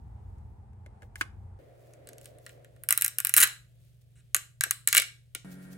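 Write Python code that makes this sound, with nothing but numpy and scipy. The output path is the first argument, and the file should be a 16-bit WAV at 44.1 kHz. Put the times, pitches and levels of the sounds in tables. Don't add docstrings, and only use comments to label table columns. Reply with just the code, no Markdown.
import sys
import numpy as np
from scipy import signal
from scipy.fft import rfft, irfft, next_fast_len
from scipy.io import wavfile
from scipy.ndimage import uniform_filter1d, minimum_filter1d

SR = 44100
rng = np.random.default_rng(int(sys.argv[2]) if len(sys.argv) > 2 else 0)


def to_wav(s):
    ch = np.atleast_2d(s).T
    pcm = np.round(np.clip(ch, -1, 1) * 32767)
    wavfile.write(sys.argv[1], SR, pcm.astype(np.int16))


N = 254677
HIT = 4096
TIME, AGE = np.arange(N) / SR, np.arange(HIT) / SR
PRINTER_FROM_S, FAN_FROM_S = 1.59, 5.447
TOP_HZ = 16200

# start in seconds, crack
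# level in dB.
STRUT_SNAPS = [(1.936, -50.5), (2.072, -42), (2.089, -39.5), (2.132, -46.5), (2.182, -44), (2.213, -48.5),
               (2.2445, -49), (2.257, -39), (2.385, -53), (2.464, -40.5), (2.493, -48), (2.646, -52),
               (2.763, -61), (2.836, -32), (2.888, -13.5), (2.907, -8.5), (2.925, -9.5), (2.9759, -11.5),
               (3.011, -18.5), (3.021, -11.5), (3.0448, -15.5), (3.047, -13), (3.062, -18.5), (3.0798, -19),
               (3.185, -14.5), (3.202, -18.5), (3.2487, -12), (3.27, -16.5), (3.2938, -18), (3.3391, -7.5),
               (3.3651, -5.5), (3.437, -11), (3.442, -17.5), (3.453, -26.5), (3.473, -26), (4.3459, -8.5),
               (4.353, -24.5), (4.365, -18.5), (4.609, -16), (4.637, -13.5), (4.7091, -11.5), (4.8743, -8),
               (4.886, -17.5), (4.9278, -13), (4.944, -22), (4.9492, -10.5), (4.961, -18), (4.968, -7),
               (4.999, -19), (5.02, -22.5), (5.3493, -25)]
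# start in seconds, length in seconds, middle crack level in dB, middle shell ring level in dB.
STRUT_TEARS = [(3.372, .0075, -8, -17), (3.3848, 0.01, -17, -20), (3.4017, 0.013, -9.5, -17.5),
               (3.4247, .0104, -11.5, -12.5), (4.9767, .0046, -12.5, -16)]
TEAR_SWELL_DB = 0.5
TEAR_UNEVEN = 0.2
STRUT_PITCH_SCATTER = 0.025
STRUT_SCATTER_DB = 3.5

# start in seconds, middle strut pitch in Hz, strut overtone level in dB,
# shell ring of a single snap in dB above its crack, favoured shell pitch in Hz.
FINGER_PULLS = [(1.6, 7460, -1, -5.5, 2740), (2.4, 7540, -3.5, 4.5, 1850), (2.8, 8840, 1, -10, 1570),
                (3.383, 7650, 3, -3, 1585), (4.2, 7230, 2, -7.5, 1600), (4.5, 7440, 0.5, -1.5, 1650),
                (4.68, 7620, 1, -8.5, 1733), (4.9, 7620, 0.5, -1.5, 2243)]
# multiple of the strut's pitch, bandwidth in Hz, middle level in dB.
STUB_LOW_MODES = [(.62, 1189, -13), (.85, 1212, -8), (1, 1100, -1.5), (1.14, 1702, 1)]
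# multiple of the pitch, bandwidth in Hz, middle level in dB.
STUB_HIGH_MODES = [(1.32, 1518, -1.5), (1.47, 1634, -3), (1.72, 2400, -5), (2.05, 2289, -13)]
# middle pitch in Hz, time to fall 60 dB in seconds, middle level in dB before favouring a pitch.
PRINT_MODES = [(1171, 0.018, -3.5), (1237, 0.037, -9.5), (1415.6, 0.074, -7), (1629, 0.032, 0),
               (1847, 0.041, -5), (1993, 0.026, -2.5), (2257, 0.064, -8), (2490, 0.027, -6.5),
               (2878, 0.015, 2.5), (3595, 0.023, -8), (3942, 0.02, 0.5), (4250, 0.011, -4.5),
               (5530, 0.019, -5.5), (6440, .012, -4)]
# start in seconds, level in dB.
HAND_JOLTS = [(0.861, -46), (1.025, -43.5), (1.211, -44), (3.38, -41.5), (3.405, -40), (3.432, -36),
              (4.347, -39), (4.659, -42), (4.968, -35.5), (4.991, -35), (5.351, -42.5)]
# middle in seconds, length in seconds, peak level in dB.
SLIDES = [(1.04, .05, -73), (1.202, 0.057, -57.5), (1.864, 0.16, -74), (2.253, 0.1, -63),
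          (2.486, 0.11, -65), (3.867, 0.14, -77), (4.018, 0.012, -68), (5.526, 0.047, -56),
          (5.637, .04, -61), (5.729, 0.033, -54.5)]
GRIP_DB = -81

# start in seconds, tick level in dB, ring level in dB.
HELMET_TAPS = [(.3827, -65, -69), (.7315, -70, -66), (.8615, -55, -46), (1.0208, -55, -45),
               (1.03, -59, -47), (1.1566, -39, -32), (1.2105, -26, -14), (1.2135, -34, -21)]
# middle pitch in Hz, time to fall 60 dB in seconds, middle level in dB before favouring a pitch.
HELMET_MODES = [(330, 0.03, -4.5), (1272, 0.09, -15), (1478, 0.017, 11.5), (1686, .03, 9), (1857, .02, 4),
                (2107, 0.027, 6), (2300, 0.012, 4.5), (3130, 0.016, -27), (4350, 0.012, -3),
                (5670, .012, -16.5)]

# frequency in Hz, relative level in dB per Hz.
RUSH_COLOUR_POINTS = [(180, -10), (300, -2.5), (420, 0), (520, 5), (680, 1.5), (850, -18), (1200, -19.5),
                      (2000, -18), (3500, -31.5), (8000, -41)]
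RUSH_DB, RUSH_UNTIL_S, RUSH_FADE_DB_PER_S, RUSH_REST_DB = -56.5, 2.414, 18.5, -82
# frequency in Hz, relative level in dB per Hz.
BENCH_RUMBLE_COLOUR = [(20, -56), (30, -21), (44, -3.5), (95, 2), (130, -14.5), (170, -19), (260, -26),
                       (1000, -66)]
# frequency in Hz, relative level in dB per Hz.
BENCH_AIR_COLOUR = [(60, 3), (190, -4), (270, -15.5), (400, -8.5), (600, -16.5), (840, -7), (1100, -20),
                    (2000, -29.5), (3000, -38.5), (6000, -45), (9000, -38.5), (16000, -75)]
# frequency in Hz, relative level in dB per Hz.
PRINTER_AIR_COLOUR = [(25, -19.5), (55, 3), (90, 1.5), (160, -4), (220, -23.5), (400, -22.5), (700, -36.5),
                      (1100, -42), (1700, -34.5), (3500, -32.5), (5500, -42.5), (9000, -35.5), (16000, -46)]
# frequency in Hz, relative level in dB per Hz.
FAN_AIR_COLOUR = [(25, -33.5), (60, 1.5), (120, -2.5), (200, 2), (320, -3.5), (600, -10), (900, -16.5),
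                  (1200, -19.5), (1550, -10.5), (2000, -18), (2600, -22.5), (6000, -32.5), (10000, -21.5),
                  (16000, -40)]
# pitch in Hz, level in dB before wavering.
BENCH_TONES = [(59.2, -59.5), (91.5, -55), (118.4, -58.5), (204.6, -69)]
# pitch in Hz, level in dB before wavering.
MAINS_TONES = [(119.7, -59.5), (143, -71)]
# pitch in Hz, level in dB before wavering.
FAN_MOTOR_TONES = [(92, -88), (140, -55.5), (184, -48), (278, -58), (371, -70.5), (466, -71.5),
                   (560, -70.5), (652, -73.5), (1400, -71.5), (1590, -72), (1868, -70.5), (2245, -75.5)]


def undb(db):
    return 10 ** (np.asarray(db) / 20)


def blow(x, db):
    millisecond = SR / 1000
    energy = np.mean(np.sum(x ** 2, axis=-1))
    return x * undb(db) * np.sqrt(millisecond / energy)


def add(out, s, x):
    i = int(s * SR)
    out[:, i:i + HIT] += x[..., :N - i]


def wide(mid, side, width):
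    return mid + width * side * np.array([[1], [-1]])


def convolve(x, response):
    return signal.fftconvolve(np.atleast_2d(x), np.atleast_2d(response), axes=-1)[:, :x.shape[-1]]


def band(x, lo_hz, hi_hz, order=2):
    edges = [lo_hz, min(hi_hz, SR / 2 - 100)]
    return signal.sosfilt(signal.butter(order, edges, "band", fs=SR, output="sos"), x)


def bass_cut(x, corner_hz, order=4):
    return signal.sosfilt(signal.butter(order, corner_hz, "high", fs=SR, output="sos"), x)


def walk(rate):
    k = int(SR / rate)
    steps = np.repeat(rng.standard_normal(N // k + 1), k)
    return uniform_filter1d(steps, k)[:N]


def burst(decay_s):
    return rng.choice([-1., 1.], HIT) * np.exp(-AGE / decay_s)


def ring(modes, scatter_db=3.0):
    hz, t60, db = np.transpose(modes)[:, :, None]
    size, detune = rng.standard_normal((2, len(modes), 1))
    sign = (-1) ** np.arange(len(modes))[:, None]
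    swing = sign * np.sin(2 * np.pi * hz * (1 + .006 * detune) * AGE)
    decay = np.exp(-np.log(1000) * AGE / t60)
    return np.sum(undb(db + scatter_db * size) * decay * swing, axis=0)


def body(modes, focus_hz, contact_s, turn, scatter, clack_db, clack_s, focus_db=7):
    def boost_db(hz):
        return focus_db * np.exp(-(np.log(hz / focus_hz) / 0.047) ** 2)

    def crowded():
        return blow(band(burst(clack_s), 0.73 * focus_hz, 1.73 * focus_hz), clack_db)

    near = [(hz, t60, db + boost_db(hz)) for hz, t60, db in modes]
    clear = blow(convolve(burst(contact_s), ring(near))[0], 0)
    mid = clear + crowded()
    out_of_step = turn * signal.hilbert(mid).imag
    return wide(mid, out_of_step + scatter * crowded(), 1)


def room(x, colour, t60_s, t60_top_s, gap_s=0.0022):
    t = np.arange(SR // 2) / SR
    hz = np.fft.rfftfreq(len(t), 1 / SR)
    gain = undb(np.interp(hz, *np.transpose(colour)))
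    noise = rfft(rng.standard_normal((2, len(t)))) * gain
    high = hz / hz[-1]

    def dying(share, t60):
        return irfft(noise * share, len(t)) * np.exp(-np.log(1000) * t / t60)

    tail = dying(1 - high, t60_s) + dying(high, t60_top_s)
    build_up = 1 - np.exp(-(t / gap_s) ** 2)
    return convolve(x, tail * build_up / np.sqrt(SR * t60_s / np.log(1e6)))


def supports():
    fracture_s, splinter_db, splinter_s = 0.00098, -19, 0.0056
    cracks, spread, shell = np.zeros((3, 2, N))
    for s, db, hz, overtone_db, ring_db, focus_hz in breaks():
        def crack():
            return strut(hz, overtone_db, burst(fracture_s) + undb(splinter_db) * burst(splinter_s))
        add(cracks, s, blow(wide(crack(), crack(), 0.12), db))
        add(spread, s, blow(strut(hz, overtone_db, signal.unit_impulse(HIT)), db))
        kick = body(PRINT_MODES, focus_hz, contact_s=.00008, turn=0.53, scatter=.9, clack_db=-4.5, clack_s=0.0078)
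        add(shell, s, blow(kick, ring_db))
    shell_sound = bass_cut(shell, 1200, order=5) + undb(-3) * band(shell, 390, 800)
    handled = shell_sound + jolts() + glove() + creak()
    walls = [(300, -10), (1000, -10.5), (1600, -10), (2300, -9.5),
             (4000, -6), (7500, -8.5), (11000, -14), (16000, -15.0)]
    tail = room(spread + handled, walls, t60_s=0.31, t60_top_s=0.17)
    return cracks + handled + tail


def breaks(count=4):
    def pull(s):
        started = sum(row[0] <= s for row in FINGER_PULLS)
        return FINGER_PULLS[max(started - 1, 0)][1:]

    hits = []
    for s, db in STRUT_SNAPS:
        _, _, ring_above_db, _ = pull(s)
        hits.append((s, db, db + ring_above_db))
    for start_s, length_s, db, ring_db in STRUT_TEARS:
        late, size = rng.uniform(-1, 1, (count, 2)).T
        along = (np.arange(count) + TEAR_UNEVEN * late) / (count - 1)
        swell_db = TEAR_SWELL_DB * (along - .5) + STRUT_SCATTER_DB * size
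        hits += zip(start_s + length_s * along, db + swell_db, ring_db + swell_db)
    for (s, db, ring_db), detune in zip(hits, rng.standard_normal(len(hits))):
        hz, overtone_db, _, focus_hz = pull(s)
        yield s, db, hz * (1 + STRUT_PITCH_SCATTER * detune), overtone_db, ring_db, focus_hz


def strut(hz, overtone_db, fracture):
    def ping(modes):
        tuned = [(min(hz * k, TOP_HZ), np.log(1000) / (np.pi * width_hz), db) for k, width_hz, db in modes]
        stub = ring(tuned, scatter_db=1.9)
        return blow(bass_cut(convolve(fracture, stub)[0], 5500, order=2), 0)
    return ping(STUB_LOW_MODES) + undb(overtone_db) * ping(STUB_HIGH_MODES)


def jolts():
    out = np.zeros((2, N))
    for s, db in HAND_JOLTS:
        thud = band(wide(burst(0.011), burst(0.014), 0.45), 265, 680, order=3)
        add(out, s, blow(thud, db))
    return out


def glove(grain_db=3.5, slips_per_s=3000, low_hz=2600):
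    happens = rng.random((2, N)) < slips_per_s / SR
    strength = rng.standard_normal((2, N))
    extra_db = grain_db * np.minimum(rng.exponential(size=(2, N)), 3)
    slips = happens * strength * undb(extra_db)
    crackle = band(wide(*slips, 0.82), low_hz, 20000, order=1)
    slides = sum(undb(db) * np.exp(-(2 * (TIME - s) / length_s) ** 2) for s, length_s, db in SLIDES)
    grip = undb(GRIP_DB) * (TIME > PRINTER_FROM_S)
    return crackle / crackle.std() * (slides + grip)


def creak(start_s=4.152, gap_s=0.67 / 150, db=-65.0, count=12):
    out = np.zeros((2, N))
    for s in start_s + gap_s * np.arange(1, count + 1):
        shell_ring = blow(convolve(burst(.0006), ring(PRINT_MODES)), db)
        scrape = blow(band(burst(0.0017), 7400, 9530), db)
        add(out, s, shell_ring + scrape)
    return out


def helmet():
    out = np.zeros((2, N))
    for s, tick_db, ring_db in HELMET_TAPS:
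        tick = band(wide(burst(0.0042), burst(0.0063), 0.97), 5540, 11000)
        add(out, s, blow(tick, tick_db))
        click = body(HELMET_MODES, 1660, contact_s=0.00027, turn=-0.9, scatter=0.87,
                     clack_db=-6.5, clack_s=0.0067, focus_db=3.5)
        add(out, s, blow(bass_cut(click, 220), ring_db))
    walls = [(300, -10.5), (1600, -17), (5000, -17), (9000, -17.5), (16000, -19.5)]
    return out + room(out, walls, t60_s=0.27, t60_top_s=0.16)


def rush():
    fading_db = RUSH_DB - RUSH_FADE_DB_PER_S * np.maximum(TIME - RUSH_UNTIL_S, 0)
    return air(RUSH_COLOUR_POINTS, np.maximum(fading_db, RUSH_REST_DB))


def tones(lines, waver_db, drift, width=.2):
    swell = undb(waver_db * walk(7.6))
    slip = drift * walk(21)
    z = sum(np.sqrt(2) * undb(db) * np.exp(1j * (2 * np.pi * hz * TIME + slip)) for hz, db in lines)
    return wide(z.imag, z.real, width) * swell


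def air(colour, db, flicker_db=2.0, bass_width=.17, top_width=1.0):
    size = next_fast_len(N, real=True)
    hz = np.fft.rfftfreq(size, 1 / SR) + 1
    points, levels = np.transpose(colour)
    gain = undb(np.interp(np.log(hz), np.log(points), levels))
    mid, side = rfft(rng.standard_normal((2, size))) * gain
    spread = np.clip(hz / 600, bass_width, 1)
    x = irfft(wide(mid, side * spread, top_width), size)[:, :N]
    return x / x.std() * undb(db + flicker_db * walk(8.72))


def background():
    bench = air(BENCH_RUMBLE_COLOUR, -49, flicker_db=3) + air(BENCH_AIR_COLOUR, -60)
    bench += tones(BENCH_TONES, waver_db=1.5, drift=0.64, width=.12)
    printer = air(PRINTER_AIR_COLOUR, -63, bass_width=0.49) + rush()
    printer += tones(MAINS_TONES, waver_db=0.5, drift=.12, width=.35)
    fan = air(FAN_AIR_COLOUR, -54, bass_width=.3, top_width=1.23)
    fan += tones(FAN_MOTOR_TONES, waver_db=0.8, drift=0.6, width=0.23)
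    return np.where(TIME < PRINTER_FROM_S, bench, np.where(TIME < FAN_FROM_S, printer, fan))


def scene():
    return supports() + helmet() + background()


def record(dry):
    side = (dry[0] - dry[1]) / 2
    low_side = signal.sosfiltfilt(signal.butter(4, 7000, fs=SR, output="sos"), side)
    x = wide(dry.mean(axis=0), low_side + 0.18 * (side - low_side), 1)
    headroom = .9 / np.maximum(np.abs(x).max(axis=0), .9)
    gain = uniform_filter1d(minimum_filter1d(headroom, size=65), size=65)
    no_deep_bass = bass_cut(x * gain, 38, order=6)
    return signal.sosfilt(signal.ellip(8, .2, 70, TOP_HZ, fs=SR, output="sos"), no_deep_bass)


dry = scene()
out = record(dry)
to_wav(out)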